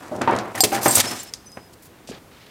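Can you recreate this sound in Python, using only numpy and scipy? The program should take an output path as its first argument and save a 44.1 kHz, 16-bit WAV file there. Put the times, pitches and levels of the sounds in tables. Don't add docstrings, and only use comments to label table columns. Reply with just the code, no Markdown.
import sys
import numpy as np
from scipy import signal
from scipy.fft import rfft, irfft
from scipy.io import wavfile

SR = 44100
rng = np.random.default_rng(int(sys.argv[2]) if len(sys.argv) > 2 else 0)


def log_audio(samples):
    frames = np.atleast_2d(samples).T
    limited = np.clip(frames, -1, 1)
    pcm = np.round(limited * 32767).astype(np.int16)
    wavfile.write(sys.argv[1], SR, pcm)


def voltage_ratio(decibels):
    exponent = np.asarray(decibels, float) / 20
    return 10 ** exponent


N = 110250


def unit(x):
    return x / np.sqrt(np.mean(x ** 2))


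def add(out, start_s, x):
    i = int(start_s * SR)
    out[i:i + len(x)] += x[:N - i]


def ring(x, hz, t60_s):
    pole = np.exp(2j * np.pi * hz / SR - np.log(1000) / (t60_s * SR))
    return signal.lfilter([1], [1, -pole], x).imag


def hum(x, modes):
    out = 0
    for hz, db, t60_s in modes:
        noise_gain = np.sqrt(4 * np.log(1000) / (t60_s * SR))
        out = out + voltage_ratio(db) * ring(x, hz, t60_s) * noise_gain
    return out


def shape(start_s, length_s, db, fall_db):
    attack_s, release_t60_s = 0.0006, 0.031
    t = np.arange(N) / SR - start_s
    fall = fall_db * np.clip(t / length_s, 0, 1)
    release = np.maximum(t - length_s, 0) * 60 / release_t60_s
    return np.clip(t / attack_s, 0, 1) * voltage_ratio(db - fall - release)


def grains(rate_per_s, spread_db):
    hit = rng.random(N) < rate_per_s / SR
    size_db = spread_db * np.minimum(rng.exponential(size=N), 4)
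    return unit(hit * rng.standard_normal(N) * voltage_ratio(size_db))


def patches(rate_hz):
    spread_db = 3
    k = int(N * rate_hz / SR)
    wander = np.interp(np.arange(N), np.arange(k) * N / k, rng.standard_normal(k))
    return voltage_ratio(spread_db * wander)


def band(x, lo_hz, hi_hz, like=None):
    sos = signal.butter(2, [lo_hz, min(hi_hz, SR / 2.4)], "band", fs=SR, output="sos")
    reference = signal.sosfilt(sos, x if like is None else like)
    return signal.sosfilt(sos, x) / np.std(reference)


def air():
    # f/Hz, density/dB per Hz
    spectrum = [(15, -59), (25, 5.5), (322, 0.5), (1240, -9), (1850, -12.5), (5150, -20), (15500, -23)]
    rms_db, flicker_db = -49, 1
    hz, out = np.arange(N // 2 + 1) * SR / N + 1, 0
    curve_hz, curve_db = np.array(spectrum).T
    tone = voltage_ratio(np.interp(np.log(hz), np.log(curve_hz), curve_db))
    for centre_hz in 30 * 2. ** np.arange(10):
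        octave = np.sqrt(np.clip(1 - np.abs(np.log2(hz / centre_hz)), 0, 1))
        noise = irfft(rfft(rng.standard_normal(N)) * tone * octave, N)
        flicker = np.interp(np.arange(N), np.arange(40) * N / 39, rng.standard_normal(40))
        out = out + noise * voltage_ratio(flicker_db * flicker)
    return unit(out) * voltage_ratio(rms_db)


def scrapes():
    # t/s, level/dB, treble re main band/dB
    slide = [(0, -53, -31), (0.547, -56, -10), (0.553, -37.5, -4), (0.636, -45.5, 8), (0.638, -11, -3),
             (0.67, -35.5, -8), (0.713, -49, 7), (0.744, -27.5, -4.5), (0.804, -45, -7), (.835, -30.5, 7),
             (0.943, -32, 4.5), (0.957, -26, 11.5), (1.003, -16.5, -7.5), (1.022, -31, -22),
             (1.172, -37.5, -12.5), (1.299, -48.5, -20)]
    # t/s, length/s, level/dB, fall over length/dB, centre f/Hz
    scuffs = [(1.231, 0.0096, -32, 5, 11000), (1.724, 0.015, -63.5, -16.5, 6260),
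              (1.822, 0.052, -49, 5, 8750), (2.073, 0.035, -47, -7, 4020), (2.116, 0.068, -42, 8, 2220),
              (2.312, 0.273, -54.5, -3, 2340)]
    span = 1.9
    drive = (grains(14000, 1.5) + 0.54 * rng.standard_normal(N)) * patches(120)
    t, (s, db, treble_db) = np.arange(N) / SR, np.array(slide).T
    treble = voltage_ratio(np.interp(t, s, treble_db)) * band(drive, 4430, 14200)
    out = band(drive, 1710, 9250) + treble
    out *= voltage_ratio(np.interp(t, s, db, right=-99))
    for s, length_s, db, fall_db, hz in scuffs:
        i, j = int(s * SR), int((s + length_s) * SR) + 4000
        scuff = band(drive[i:j], hz / span, hz * span)
        add(out, i / SR, scuff * shape(s, length_s, db, fall_db)[i:j])
    return out


def wood():
    # t/s, length/s, level/dB, fall over length/dB, top f/Hz
    thuds = [(.005, 0.1, -41.5, -0.5, 1620), (0.112, 0.11, -31, -0.5, 830), (0.212, 0.064, -20.5, 13, 1810),
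             (0.274, 0.13, -14, 36.5, 1490), (0.314, 0.21, -20.5, 18, 1510), (0.546, 0.0525, -32, -4, 2320),
             (0.634, 0.086, -17, 26, 700), (0.718, 0.066, -22.5, 6, 2050), (0.774, 0.19, -30.5, -0.5, 1530),
             (0.858, 0.048, -13.5, 18.5, 1920), (0.97, .035, -19.5, 7, 1540),
             (1.039, 0.099, -27.5, 12, 1620), (1.11, 0.45, -33.5, 49.5, 2270),
             (1.569, 0.031, -29.5, 18.5, 1720), (2.116, 0.064, -44.5, 3.5, 817)]
    # f/Hz, level/dB, t60/s
    bench_modes = [(127.4, -9, 0.062), (261.6, -21, 0.54), (378, -16, 0.05), (770, -19.5, 0.031),
                   (1022, -23.5, 0.017)]
    # t/s, peak/dB, f/Hz, t60/s
    tocks = [(.12, -25, 610, 0.23), (.277, -7, 913, 0.084), (.297, -11.5, 965, 0.056),
             (.551, -23.5, 1980, .035), (.860, -5, 790, 0.048), (.578, -17, 1850, .012),
             (.605, -12.5, 764, 0.061), (1.338, -17.5, 4860, 0.014), (2.09, -24.5, 624, 0.014),
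             (2.097, -24.5, 235, 0.053), (2.113, -23, 428, 0.023), (.642, -20, 421.7, 0.16),
             (.726, -15, 792, 0.22), (0.97, -27.5, 100.9, 0.31)]
    broad_db, low_cut_hz = -3, 152.6
    drive, out = grains(4500, 1), np.zeros(N)

    def body(x):
        return hum(x, bench_modes) + voltage_ratio(broad_db) * signal.lfilter([1], [1, -.8], x)

    steady = body(drive[:SR // 2])
    for s, length_s, db, fall_db, top_hz in thuds:
        i, j = int(s * SR), int((s + length_s) * SR) + 8000
        push = (drive * shape(s, length_s, db, fall_db))[i:j]
        add(out, s, band(body(push), low_cut_hz, top_hz, steady))
    impulse = np.r_[1., np.zeros(SR // 3)]
    for s, db, hz, t60_s in tocks:
        add(out, s, voltage_ratio(db) * ring(impulse, hz, t60_s))
    return out


def ticks():
    # t/s, level/dB, centre f/Hz
    hits = [(0.1635, -26.5, 5160), (0.2169, -14, 4200), (0.3104, -24.5, 5060), (0.331, -33.5, 6000),
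            (0.352, -26, 4960), (0.364, -20, 5100), (0.3879, -12.5, 4030), (0.6062, -0.5, 5500),
            (0.832, -10.5, 7370), (1.3373, -12.5, 5000), (1.5184, -34.5, 7000)]
    crack_t60_s, tail_db, tail_t60_s = .008, -21.5, 0.096
    out, t = np.zeros(N), np.arange(3000) / SR
    for (s, db, hz), hiss in zip(hits, rng.standard_normal((len(hits), 3000))):
        crack = band(hiss, hz / 1.77, hz * 1.88) * voltage_ratio(-60 * t / crack_t60_s)
        tail = band(hiss[::-1], hz / 1.35, hz * 1.62) * voltage_ratio(tail_db - 60 * t / tail_t60_s)
        add(out, s, voltage_ratio(db) * (.5 * crack + tail))
    return out


def clinks():
    # f/Hz, level/dB, t60/s
    tool_modes = [(4340, -16, .2), (4860, -3, .08), (7365, -8, .22), (8410, -5, .09), (12140, -5, .07),
                  (13500, -10, .08)]
    # t/s, level/dB, time to mute/s, loss off favoured pitch/dB per octave, favoured f/Hz
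    blows = [(0.6058, -2, 0.019, -2.5, 7800), (0.881, 0.5, 0.023, 16, 9900), (0.909, -2.5, 0.011, 20, 8440),
             (0.954, 5, 0.0023, 30.5, 8200), (0.961, -1, 0.0044, 33.5, 7430),
             (1.198, -14.5, 0.011, 55, 7300)]
    mute_t60_s = 0.057
    out, t = np.zeros(N), np.arange(5000) / SR
    mode_offsets_db = rng.standard_normal((len(blows), len(tool_modes)))
    for (s, db, free_s, loss_db, best_hz), offsets_db in zip(blows, mode_offsets_db):
        tone = np.zeros(len(t))
        for (hz, mode_db, t60_s), offset_db in zip(tool_modes, offsets_db):
            gain = voltage_ratio(mode_db + offset_db - loss_db * abs(np.log2(hz / best_hz)))
            tone += gain * ring(t == 0, hz, t60_s) * patches(66)[:len(t)]
        mute = np.maximum(t - free_s, 0) * 60 / mute_t60_s
        add(out, s, .5 * voltage_ratio(db - mute) * tone)
    return out


def pins():
    # f/Hz, level/dB, t60/s
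    modes_a, modes_b = [(5265, 0, .6)], [(5044, -1, 1.8), (6029, -1, .7), (8409, -4, .6), (9835, -1, .45)]
    # t/s, level/dB, time to mute/s
    pings_a, pings_b = [(1.064, -33, .27), (1.105, -38, .05)], [(1.455, -53, 0.226)]
    attack_s, mute_t60_s = .004, .02
    out, t = np.zeros(N), np.arange(SR // 3) / SR
    for modes, pings in ((modes_a, pings_a), (modes_b, pings_b)):
        for s, db, free_s in pings:
            tone = np.zeros(len(t))
            for hz, mode_db, t60_s in modes:
                waver = patches(68)[:len(t)] ** 2.5
                tone += voltage_ratio(mode_db) * ring(t == 0, hz, t60_s) * waver
            mute = np.maximum(t - free_s, 0) * 60 / mute_t60_s
            add(out, s, voltage_ratio(db - mute) * np.minimum(t / attack_s, 1) * tone)
    return out


def wall_echo(near):
    energy_db, t60_s, delay_s = -18.5, 0.68, .008
    t = np.arange(SR // 2) / SR
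    dull = signal.lfilter([1], [1, -.6], rng.standard_normal(len(t)))
    echo = dull * voltage_ratio(-60 * t / t60_s) * (t > delay_s)
    echo *= voltage_ratio(energy_db) / np.sqrt(np.sum(echo ** 2))
    return signal.fftconvolve(near, echo)[:N]


def scene():
    near = wood() + scrapes() + ticks() + clinks() + pins()
    return (near + wall_echo(near) + air())[None]


def roll_off(x):
    return signal.sosfilt(signal.butter(12, 15680, fs=SR, output="sos"), x)


def record(dry):
    low_cut_hz = 60
    thin = signal.sosfilt(signal.butter(2, low_cut_hz, "high", fs=SR, output="sos"), dry)
    return roll_off(np.clip(thin, -1, 1))


dry = scene()
out = record(dry)
log_audio(out)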